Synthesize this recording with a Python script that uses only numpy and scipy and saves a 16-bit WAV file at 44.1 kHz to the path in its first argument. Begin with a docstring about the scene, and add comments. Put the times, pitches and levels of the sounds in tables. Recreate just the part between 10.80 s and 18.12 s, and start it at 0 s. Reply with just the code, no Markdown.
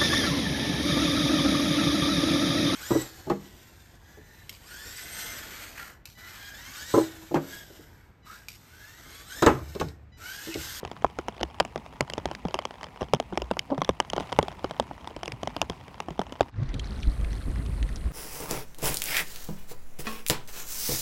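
"""Rain at sea on a fishing kayak, heard first by a microphone wrapped in a plastic bag, then by a bare one.
From the start rain on the sea and a rumble come muffled through the bag, and drops and droplets tap on it:
struck modes of film and housing ring and the air behind pops. Slaps boom in hollows; later the bag crumples.
At 5.69 s the bagged sound fades out; wind builds up as slow lumpy noise, and water rushes past as noise
with ringing bubbles and fizz. Sharp spits of water and bright crackles of bursting foam follow."""
import sys
import numpy as np
from scipy import signal
from scipy.io import wavfile

SR = 44100
rng = np.random.default_rng(int(sys.argv[2]) if len(sys.argv) > 2 else 0)


def master_out(mix):
    """Clip the mix to full scale and print it as 16-bit PCM to the path in sys.argv[1]."""
    frames = np.transpose(np.atleast_2d(mix))
    ceiling = np.clip(frames, -1, 1)
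    pcm = np.round(ceiling * 32767).astype(np.int16)
    wavfile.write(sys.argv[1], SR, pcm)


N = 322812
TIME = np.arange(N) / SR
AGE = np.arange(SR // 15) / SR   # seconds since an impact

# big drops on the bag; levels are rms over 10 ms, the snap's before a common trim
# columns: start_s, pop_level_db, pop_pitch_hz, snap_level_db
BIG_DROPS = [(0.0316, -36, 505, -66), (0.0502, -34.0, 675, -41), (0.1147, -36.5, 684, -45),
             (0.2455, -15.5, 830, -41.5), (0.3873, -27.5, 520, -40), (0.4833, -28, 880, -38),
             (0.611, -29.5, 485, -42), (0.631, -26.0, 624, -29), (0.8003, -22.5, 780, -22.5),
             (0.8054, -18.5, 840, -33), (0.8502, -35.5, 700, -41.5), (0.9587, -28, 575, -42.0),
             (0.977, -39.5, 506, -47), (1.2075, -22, 600, -26), (1.2994, -39, 690, -37),
             (1.3357, -36.5, 656, -34), (1.3797, -27.5, 610, -40), (1.4563, -25, 614, -34),
             (1.4873, -42.5, 770, -56), (1.5133, -32, 780, -44), (1.5502, -54, 750, -39),
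             (1.6518, -26, 400, -47), (1.6841, -37, 640, -45), (1.7425, -25.5, 840, -31),
             (1.753, -34.5, 530, -49), (1.7895, -27.5, 940, -34.5), (1.853, -29, 1040, -35.0),
             (2.031, -39, 880, -41.5), (2.0419, -40.5, 1070, -43.0), (2.211, -32, 654, -44.5),
             (2.2187, -27.5, 546, -45), (2.229, -32.5, 770, -45.5), (2.3355, -16, 676, -27),
             (2.3473, -32, 620, -36), (2.4, -24.5, 696, -34.0), (2.525, -31.5, 457, -62),
             (2.5747, -23.5, 690, -31.5), (2.619, -31.5, 606, -37.5), (2.712, -21.5, 620, -38),
             (2.7691, -31.5, 775, -48.5), (2.7922, -49, 820, -25.5), (2.9027, -34, 543, -56),
             (2.9788, -30.0, 730, -45.5), (3.0177, -22, 826, -34), (3.047, -49, 480, -36.5),
             (3.0915, -17.5, 560, -31), (3.2013, -20.0, 856, -25), (3.3002, -61, 620, -35.5),
             (3.3333, -26, 710, -35.0), (3.364, -30.5, 573, -39), (3.3799, -24, 680, -40.5),
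             (3.3995, -35, 600, -42), (3.4063, -30.5, 595, -45.5), (3.5208, -34.0, 910, -44.5),
             (3.5261, -28, 955, -35.5), (3.5888, -13.0, 680, -26.5), (3.6278, -29.5, 546, -36.5),
             (3.6824, -32, 845, -41), (3.8438, -24.5, 530, -40.5), (3.9099, -32, 780, -43),
             (3.9981, -20, 700, -31), (4.1115, -35.0, 735, -63), (4.274, -34.5, 860, -42.5),
             (4.31, -43, 780, -63), (4.364, -35, 496, -45.5), (4.4319, -32, 790, -37.5),
             (4.4573, -42.5, 795, -40), (4.479, -34.5, 520, -36), (4.5205, -46, 835, -37),
             (4.6318, -29.5, 615, -39.5), (4.674, -27.0, 780, -36.5), (4.765, -31.0, 730, -37.5),
             (4.816, -24, 860, -25), (4.826, -32.5, 520, -50), (4.898, -30, 476, -35.5),
             (5.2027, -31, 960, -37), (5.285, -32.0, 650, -51), (5.3057, -37.5, 360, -49),
             (5.393, -22.5, 567, -38.5), (5.4156, -30.5, 920, -43.5), (5.5234, -36, 580, -45),
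             (5.6077, -15.5, 667, -30.5)]
# modes of the plastic film; columns: pitch_hz, width_hz, relative_level_db
FILM_MODES = [(1480, 660, -2.5), (2100, 860, -0.5), (2992, 374, 5), (3160, 403, 6.5), (3880, 680, -12.5)]
# modes of the spray's tick; columns: pitch_hz, width_hz, relative_level_db
SPRAY_MODES = [(4880, 1400, -7.5), (5170, 890, 1), (6900, 540, -8), (7560, 810, -12.5), (11100, 1240, -18),
               (13600, 2300, -22.5)]

MID_POP_HZ, MID_POP_DB = 700, -30   # the pop of a middling drop
CHANGE_S, CROSSFADE_S = 5.69, .02   # the bagged sound starts to fade, and how long it takes
RUSH_BUILD_S = 0.13


def from_db(db):
    """Decibels to amplitude gain: 20 dB is a factor of ten."""
    return 10 ** (np.asarray(db) / 20)


def rms_one(x):
    """Normalise the mean power: scale to rms 1."""
    return x / np.sqrt(np.mean(x ** 2) + 1e-20)


def at_level(x, db):
    """Equal energy: a short sound gets the energy of 10 ms at this rms level."""
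    return from_db(db) * x * np.sqrt(SR / 100 / (np.sum(x ** 2) + 1e-20))


def add(out, start_s, sound):
    """Superposition: mix a short sound in at its start time."""
    i = max(int(start_s * SR), 0)
    out[i:i + len(sound)] += sound[:N - i]


def band(x, low_hz, high_hz, order=2):
    """Causal band-pass filtering by a Butterworth network."""
    edges = [low_hz, min(high_hz, SR * 9 / 20)]
    return signal.sosfilt(signal.butter(order, edges, "band", fs=SR, output="sos"), x)


def drift(corner_hz):
    """Low-passed chance: two equal poles smooth white noise into a slow drift with spread 1."""
    step = 40   # samples between the computed points
    r = np.exp(-2 * np.pi * corner_hz * step / SR)
    white = rng.standard_normal(N // step + 2002)
    slow = signal.lfilter([1], [1, -2 * r, r * r], white)[2000:]   # drop the settling time
    return np.interp(np.arange(N) / step, np.arange(len(slow)), rms_one(slow))


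def resonate(x, hz, width_hz):
    """Damped resonance: a pole pair whose radius sets the width, with gain 1 on top."""
    r = np.exp(-np.pi * width_hz / SR)
    zeros = np.array([1, 0, -1]) * (1 - r * r) / 2
    poles = [1, -2 * r * np.cos(2 * np.pi * hz / SR), r * r]
    return signal.lfilter(zeros, poles, x + 1e-18)


def body(force, modes, scatter_db, detune):
    """Modal superposition: the spot that is struck changes the strength and pitch of each mode."""
    luck = rng.standard_normal((len(modes), 2))
    out = 0
    for k, (hz, width_hz, db) in enumerate(modes):
        gain = (-1) ** k * from_db(db + scatter_db * luck[k, 0])
        out = out + gain * resonate(force, hz * np.exp(detune * luck[k, 1]), width_hz)
    return out


def contact(splash_s, splash):
    """Impact force: a sharp first touch, the irregular push of spreading water, and sparse crinkles."""
    spread, crinkles = rng.standard_normal((2, len(AGE)))
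    sparse = rng.random(len(AGE)) < .04
    push = spread * np.exp(-AGE / splash_s)
    crinkle_gain, crinkle_s = 4 * from_db(-4.0), 0.0016
    crinkling = crinkle_gain * sparse * crinkles * np.exp(-AGE / crinkle_s)
    force = splash * (push + crinkling)
    force[0] += 1
    return force


def coloured(spectrum, flicker_db, flicker_hz):
    """Shaped noise: white noise in narrow bands, each level flickering independently; rms 1."""
    hz, db = np.transpose(spectrum)
    edge_count = int(2.5 * np.log2(hz[-1] / hz[0])) + 2
    edges = np.geomspace(hz[0], hz[-1], edge_count)
    white, out = rng.standard_normal((2, N)), 0
    for k, (low, high) in enumerate(zip(edges, edges[1:])):
        level_db = np.interp(np.log(low * high) / 2, np.log(hz), db)
        gain = from_db(level_db + flicker_db * drift(flicker_hz))
        out = out + gain * band(white[k % 2], low, high)   # neighbouring bands stay independent
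    return rms_one(out)


def grains(per_s, spread_db, spectrum, low_hz, high_hz, cycles, count=20):
    """Poisson process: random tiny impacts, each ringing a few cycles at one of many pitches; rms 1."""
    hz, db = np.transpose(spectrum)
    born = rng.random(N) < per_s / SR
    strength = from_db(spread_db * np.minimum(rng.exponential(1, N), 3))
    clicks = born * strength * rng.choice([-1, 1], N)
    dealt = rng.integers(0, count, N)   # which pitch each impact excites
    out = 0
    for k, pitch_hz in enumerate(np.geomspace(low_hz, high_hz, count)):
        gain = from_db(np.interp(np.log(pitch_hz), np.log(hz), db))
        out = out + gain * resonate(clicks * (dealt == k), pitch_hz, 2 * pitch_hz / cycles)
    return rms_one(out)


def surges(times, levels_db, rise_s, fall_s, steady_db=-120):
    """Power addition: gain of a steady level plus surges that rise and die away exponentially."""
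    power = from_db(steady_db) ** 2
    for peak_s, db in zip(times, levels_db):
        exponent = np.minimum((TIME - peak_s) / rise_s, (peak_s - TIME) / fall_s)
        power = power + from_db(db) ** 2 * np.exp(2 * exponent)
    return np.sqrt(power)


def build_up(length_s):
    """Linear onset: gain that grows evenly from the change to the bare microphone, then holds."""
    return np.clip((TIME - CHANGE_S) / length_s, 0, 1)


def sea_through_bag():
    """Broadband noise of rain on open water over a low rumble; passing swells lift both."""
    # crests of the rumble; columns: peak_s, level_db
    swell_crests = [(1.4, -52.5), (2.6, -63), (3.42, -45), (4.65, -51)]
    # rain on the sea through plastic; columns: pitch_hz, relative_density_db_per_hz
    wash_spectrum = [(150, -5), (300, -3), (550, -9), (800, -4), (1080, 0), (1400, -39), (2100, -9.5),
                     (3100, -20.5), (4100, -29), (5200, -23), (6500, -35), (10000, -35), (15500, -43)]
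    # low rumble; columns: pitch_hz, relative_density_db_per_hz
    rumble_spectrum = [(22, -39), (40, -9), (60, 1), (100, -6), (160, -7), (260, -12)]
    wash_db, rumble_db = -53.5, -51.5   # at rest
    wash_follows = 0.87   # dB of wash per dB of rumble
    patter_db = -5.0   # against the wash
    swell = surges(*np.transpose(swell_crests), rise_s=0.095, fall_s=0.67, steady_db=rumble_db)
    wash = coloured(wash_spectrum, flicker_db=2.8, flicker_hz=47)
    patter = from_db(patter_db) * grains(900, 3.4, wash_spectrum, 636, 7750, cycles=8.5, count=12)
    rumble = coloured(rumble_spectrum, flicker_db=2.5, flicker_hz=4.8)
    wash_gain = from_db(wash_db) * (swell / from_db(rumble_db)) ** wash_follows
    return swell * rumble + wash_gain * (wash + patter)


def pop(hz):
    """Damped oscillation: air behind the film swings briefly, and the loose bag flutters on."""
    swing = AGE * np.exp(-AGE / 0.00054) * -np.sin(2 * np.pi * hz * AGE)
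    flutter_envelope = np.exp(-AGE / 0.0029) * (1 - np.exp(-AGE / 0.0011))
    flutter = band(rng.standard_normal(len(AGE)) * flutter_envelope, 331, 1097, order=3)
    flutter_db = -4.0   # against the swing
    return at_level(at_level(swing, 0) + at_level(flutter, flutter_db), 0)


def drops_on_bag():
    """Impact excitation: each drop snaps the film, pops the air behind it and shakes the housing."""
    # modes of the microphone housing; columns: pitch_hz, width_hz, relative_level_db
    housing_modes = [(70, 22, -3.5), (131.4, 18.3, -6), (182, 25.7, 0), (274.4, 86, -6.5), (370, 55, -1.5)]
    # a drop on slack film pops low and shakes the housing; on taut film it pops high and hardly does
    thud_mid_db, thud_follows, thud_db_per_octave = -37, 0.79, -11   # middling drop; dB per dB of pop
    # the spray ticks with the snap, the more so where the snap outweighs the pop (dB per dB)
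    tick_below_snap_db, tick_sharpens = 6.5, 0.062
    snap_trim_db = -0.5
    out = np.zeros(N)
    for start_s, pop_db, pop_hz, snap_db in BIG_DROPS:
        octaves = np.log2(pop_hz / MID_POP_HZ)
        thud_db = thud_mid_db + thud_follows * (pop_db - MID_POP_DB) + thud_db_per_octave * octaves
        tick_db = snap_db - tick_below_snap_db + tick_sharpens * (snap_db - pop_db)
        force = contact(splash_s=.0009, splash=.55)
        housing_force = contact(splash_s=0.0055, splash=0.071)
        thud = band(body(housing_force, housing_modes, scatter_db=5.0, detune=0.16), 23, 537)
        snap = band(body(force, FILM_MODES, scatter_db=3.0, detune=0.066), 1480, 5600)
        tick = band(body(force, SPRAY_MODES, scatter_db=1.0, detune=0.055), 3500, 11000)
        drop = at_level(thud, thud_db) + from_db(pop_db) * pop(pop_hz)
        drop = drop + at_level(snap, snap_db + snap_trim_db) + at_level(tick, tick_db)
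        add(out, start_s, drop)
    return out


def droplet():
    """Impact of small mass: a small pop, snap and tick, too light to shake the housing."""
    force = contact(splash_s=0.00078, splash=0.22)
    snap = body(force, FILM_MODES, scatter_db=4, detune=.04)
    tick = body(force, SPRAY_MODES, scatter_db=2, detune=.07)
    pop_hz = 750 * np.exp(0.24 * rng.standard_normal())
    return pop(pop_hz) + at_level(snap, -6.5) + at_level(tick, -16.0)   # dB against the pop


def drizzle():
    """Random arrivals of fine droplets, and rebound: each big drop throws off one that lands after it."""
    count, level_db, spread_db = 110, -48.0, 2.5
    rebound_s, rebound_db, rebound_follows = .018, -50.5, 0.39   # middling drop; dB per dB of pop
    out = np.zeros(N)
    starts_s = rng.uniform(0, CHANGE_S, count)
    for start_s, size_db in zip(starts_s, rng.normal(level_db, spread_db, count)):
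        add(out, start_s, from_db(size_db) * droplet())
    for start_s, pop_db, _, _ in BIG_DROPS:
        delay_s = rebound_s * (.5 + rng.random())
        size_db = rebound_db + rebound_follows * (pop_db - MID_POP_DB)
        add(out, start_s + delay_s, from_db(size_db) * droplet())
    return band(out, 195, 6100)


def hull_slaps():
    """Cavity resonance: a wavelet or heavy drop shakes boat or mount; a hollow booms under a dull splash."""
    # slaps, splash level against the hollow
    # columns: peak_s, level_db, swell_s, fade_s, hollow_pitch_hz, splash_level_db
    slap_events = [(0.641, -33.5, 0.025, 0.028, 65.3, -33), (1.228, -30.5, 0.011, 0.0079, 132, -15),
                   (2.341, -22, .003, 0.011, 141, -26), (2.533, -26, 0.0058, 0.0077, 190, -28),
                   (2.636, -31.5, 0.039, 0.027, 59, -31), (2.923, -23.5, .008, .019, 272, -1.5),
                   (2.988, -28, 0.0022, 0.014, 150, -19), (4.536, -31, 0.0026, 0.013, 116, -16),
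                   (5.801, -24, 0.025, 0.019, 105.3, -57), (5.829, -25, 0.019, 0.017, 132, -46)]
    # resonances of the wet splash; columns: pitch_hz, width_hz, relative_level_db
    splash_modes = [(400, 420, -15), (520, 210, -1), (780, 270, -13), (980, 90, -9)]
    out = np.zeros(N)
    t = np.arange(-SR // 10, SR // 5) / SR   # time from the peak
    for peak_s, db, swell_s, fade_s, hollow_hz, splash_db in slap_events:
        envelope = np.exp(np.minimum(t / swell_s, -t / fade_s)) * signal.windows.tukey(len(t), 1 / 4)
        tone = np.sqrt(2) * np.sin(2 * np.pi * hollow_hz * t)
        breath = rms_one(resonate(rng.standard_normal(len(t)), hollow_hz, hollow_hz / 2))
        hollow = band(tone + 0.29 * breath, 30, 440)
        # the splash is a quick run of wet knocks and dies sooner than the hollow
        knocks = np.zeros(len(t))
        at = np.cumsum(rng.uniform(.003, .0055, 40) * SR).astype(int)
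        knocks[at] = from_db(2 * rng.standard_normal(len(at)))
        ringing = sum(from_db(gain_db) * resonate(knocks, hz, width_hz)
                      for hz, width_hz, gain_db in splash_modes)
        splash = rms_one(band(ringing, 270, 990, order=4)) * np.exp(-np.maximum(t, 0) / 0.033)
        slap = from_db(db) * envelope * (hollow + from_db(splash_db) * splash)
        add(out, peak_s + t[0], slap)
    return out


def crumple():
    """Buckling: creases of wet film give way in a dense crackle of short rings."""
    # brief crumples of the bag; columns: peak_s, level_db
    crumple_events = [(3.363, -46), (3.40, -43)]
    # colour of the crackle; columns: pitch_hz, relative_level_db
    crumple_spectrum = [(500, 39), (1000, 12), (1500, 0), (2600, 11), (4000, -30), (5200, -49), (7500, -32)]
    strength = surges(*np.transpose(crumple_events), rise_s=.002, fall_s=0.039)
    return strength * grains(2500, 3.0, crumple_spectrum, 500, 7500, cycles=7, count=9)


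def wind():
    """Turbulent pressure: eddies buffet the bare port, a steady breeze with short gusts on top."""
    # gusts, levels before the lumps; columns: peak_s, level_db
    gust_events = [(5.946, -27), (6.005, -32), (6.2, -30), (6.278, -25.5), (6.401, -23), (6.69, -26.5),
                   (6.79, -29.5), (7.025, -26.5), (7.26, -26)]
    # buffeting of the port; columns: pitch_hz, relative_density_db_per_hz
    buffet_spectrum = [(20, -4), (30, -4), (43, -3.5), (54, 1), (70, -6), (100, -13), (180, -18.5),
                       (300, -24.5), (500, -34.5), (900, -41)]
    breeze_db, breeze_build_s = -31.5, 0.21   # level before the lumps
    gusting = surges(*np.transpose(gust_events), rise_s=0.017, fall_s=0.033, steady_db=breeze_db)
    strength = build_up(breeze_build_s) * gusting
    lumps = from_db(1.5 * drift(29))
    return strength * lumps * coloured(buffet_spectrum, flicker_db=1.5, flicker_hz=14)


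def open_water():
    """Flow noise and bubble resonance: water rushes by; its fine smooth fizz builds more slowly."""
    # rushing water and its bubbles; columns: pitch_hz, relative_density_db_per_hz
    rush_spectrum = [(400, 9), (1300, 2.5), (2000, 0), (3000, -7), (4400, -8.5), (5100, -13), (5900, -21),
                     (6800, -33), (8000, -38)]
    # resonances of the fizz; columns: pitch_hz, width_hz, relative_level_db
    fizz_modes = [(8930, 2100, 6), (10100, 1100, -2), (13400, 3000, -27)]
    rush_db, bubbles_db, fizz_db = -54, -54, -60.5   # the bubbles' before their band-pass
    rush = from_db(rush_db) * coloured(rush_spectrum, flicker_db=2.5, flicker_hz=12)
    ringing = grains(900, 4, rush_spectrum, 1060, 6800, cycles=26, count=16)
    bubbles = from_db(bubbles_db) * band(ringing, 600, 7000)
    hiss = sum(from_db(db) * resonate(rng.standard_normal(N), hz, width_hz)
               for hz, width_hz, db in fizz_modes)
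    fizz = rms_one(band(hiss, 4600, 15000, order=3))
    fizz_gain = from_db(fizz_db) * np.sin(np.pi / 2 * build_up(0.81)) ** 2
    return build_up(RUSH_BUILD_S) * (rush + bubbles) + fizz_gain * fizz


def spits():
    """Impact excitation: sharp spits of water, with fainter ones at random once the water is rushing."""
    # the loudest spits, before a common trim; columns: start_s, peak_level_db
    loud_spits = [(5.891, -37.5), (5.9416, -29.5), (5.9952, -25.5), (6.231, -27), (6.4456, -29.5),
                  (6.5303, -31), (6.758, -34), (7.0278, -24.5), (7.09, -31.5), (7.1586, -29.5)]
    # modes a spit sets ringing; columns: pitch_hz, width_hz, relative_level_db
    spit_modes = [(1890, 390, -3), (3380, 740, -2), (4300, 810, -6), (6000, 940, -11), (9000, 1900, -45)]
    count, faint_db, faint_spread_db, trim_db = 10, -40, 3, -1.0   # peak level before the trim
    out = np.zeros(N)
    starts_s = rng.uniform(CHANGE_S + RUSH_BUILD_S, N / SR, count)
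    faint = zip(starts_s, rng.normal(faint_db, faint_spread_db, count))
    for start_s, db in [*loud_spits, *faint]:
        force = contact(splash_s=0.0029, splash=0.4)
        spit = band(body(force, spit_modes, scatter_db=8.5, detune=0.037), 840, 7500)
        add(out, start_s, from_db(db + trim_db) * spit / np.abs(spit).max())
    return out


def foam():
    """Bubble resonance: tiny bubbles burst beside the hull in a bright crackle."""
    # patches of bursting foam, before the band-pass; columns: peak_s, level_db
    foam_patches = [(6.06, -53.5), (6.21, -52.5), (6.55, -55.5)]
    # colour of the crackle; columns: pitch_hz, relative_level_db
    foam_spectrum = [(3200, -9), (4300, 11), (5000, -10), (5800, 4), (6600, -19)]
    strength = surges(*np.transpose(foam_patches), rise_s=.07, fall_s=.11)
    crackle = grains(500, 5.0, foam_spectrum, 3200, 6600, cycles=30, count=10)
    return strength * band(crackle, 2000, 8000)


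def scene():
    """Superposition: first the bagged microphone, then the bare one, with hull slaps in both."""
    bagged = sea_through_bag() + drops_on_bag() + drizzle() + crumple()
    bare = wind() + open_water() + spits() + build_up(RUSH_BUILD_S) * foam()
    fade_out = 1 - build_up(CROSSFADE_S)
    return (fade_out * bagged + hull_slaps() + bare)[None]


def record(dry):
    """Soft saturation and low-pass filtering: peaks are rounded below 0.96, then the top is cut."""
    rounded = dry / (1 + (dry / .96) ** 8) ** (1 / 8)
    low_pass = signal.ellip(10, .1, 80, 15800, fs=SR, output="sos")   # ripple dB, stop dB, cutoff Hz
    return signal.sosfilt(low_pass, rounded)


dry = scene()
out = record(dry)
master_out(out)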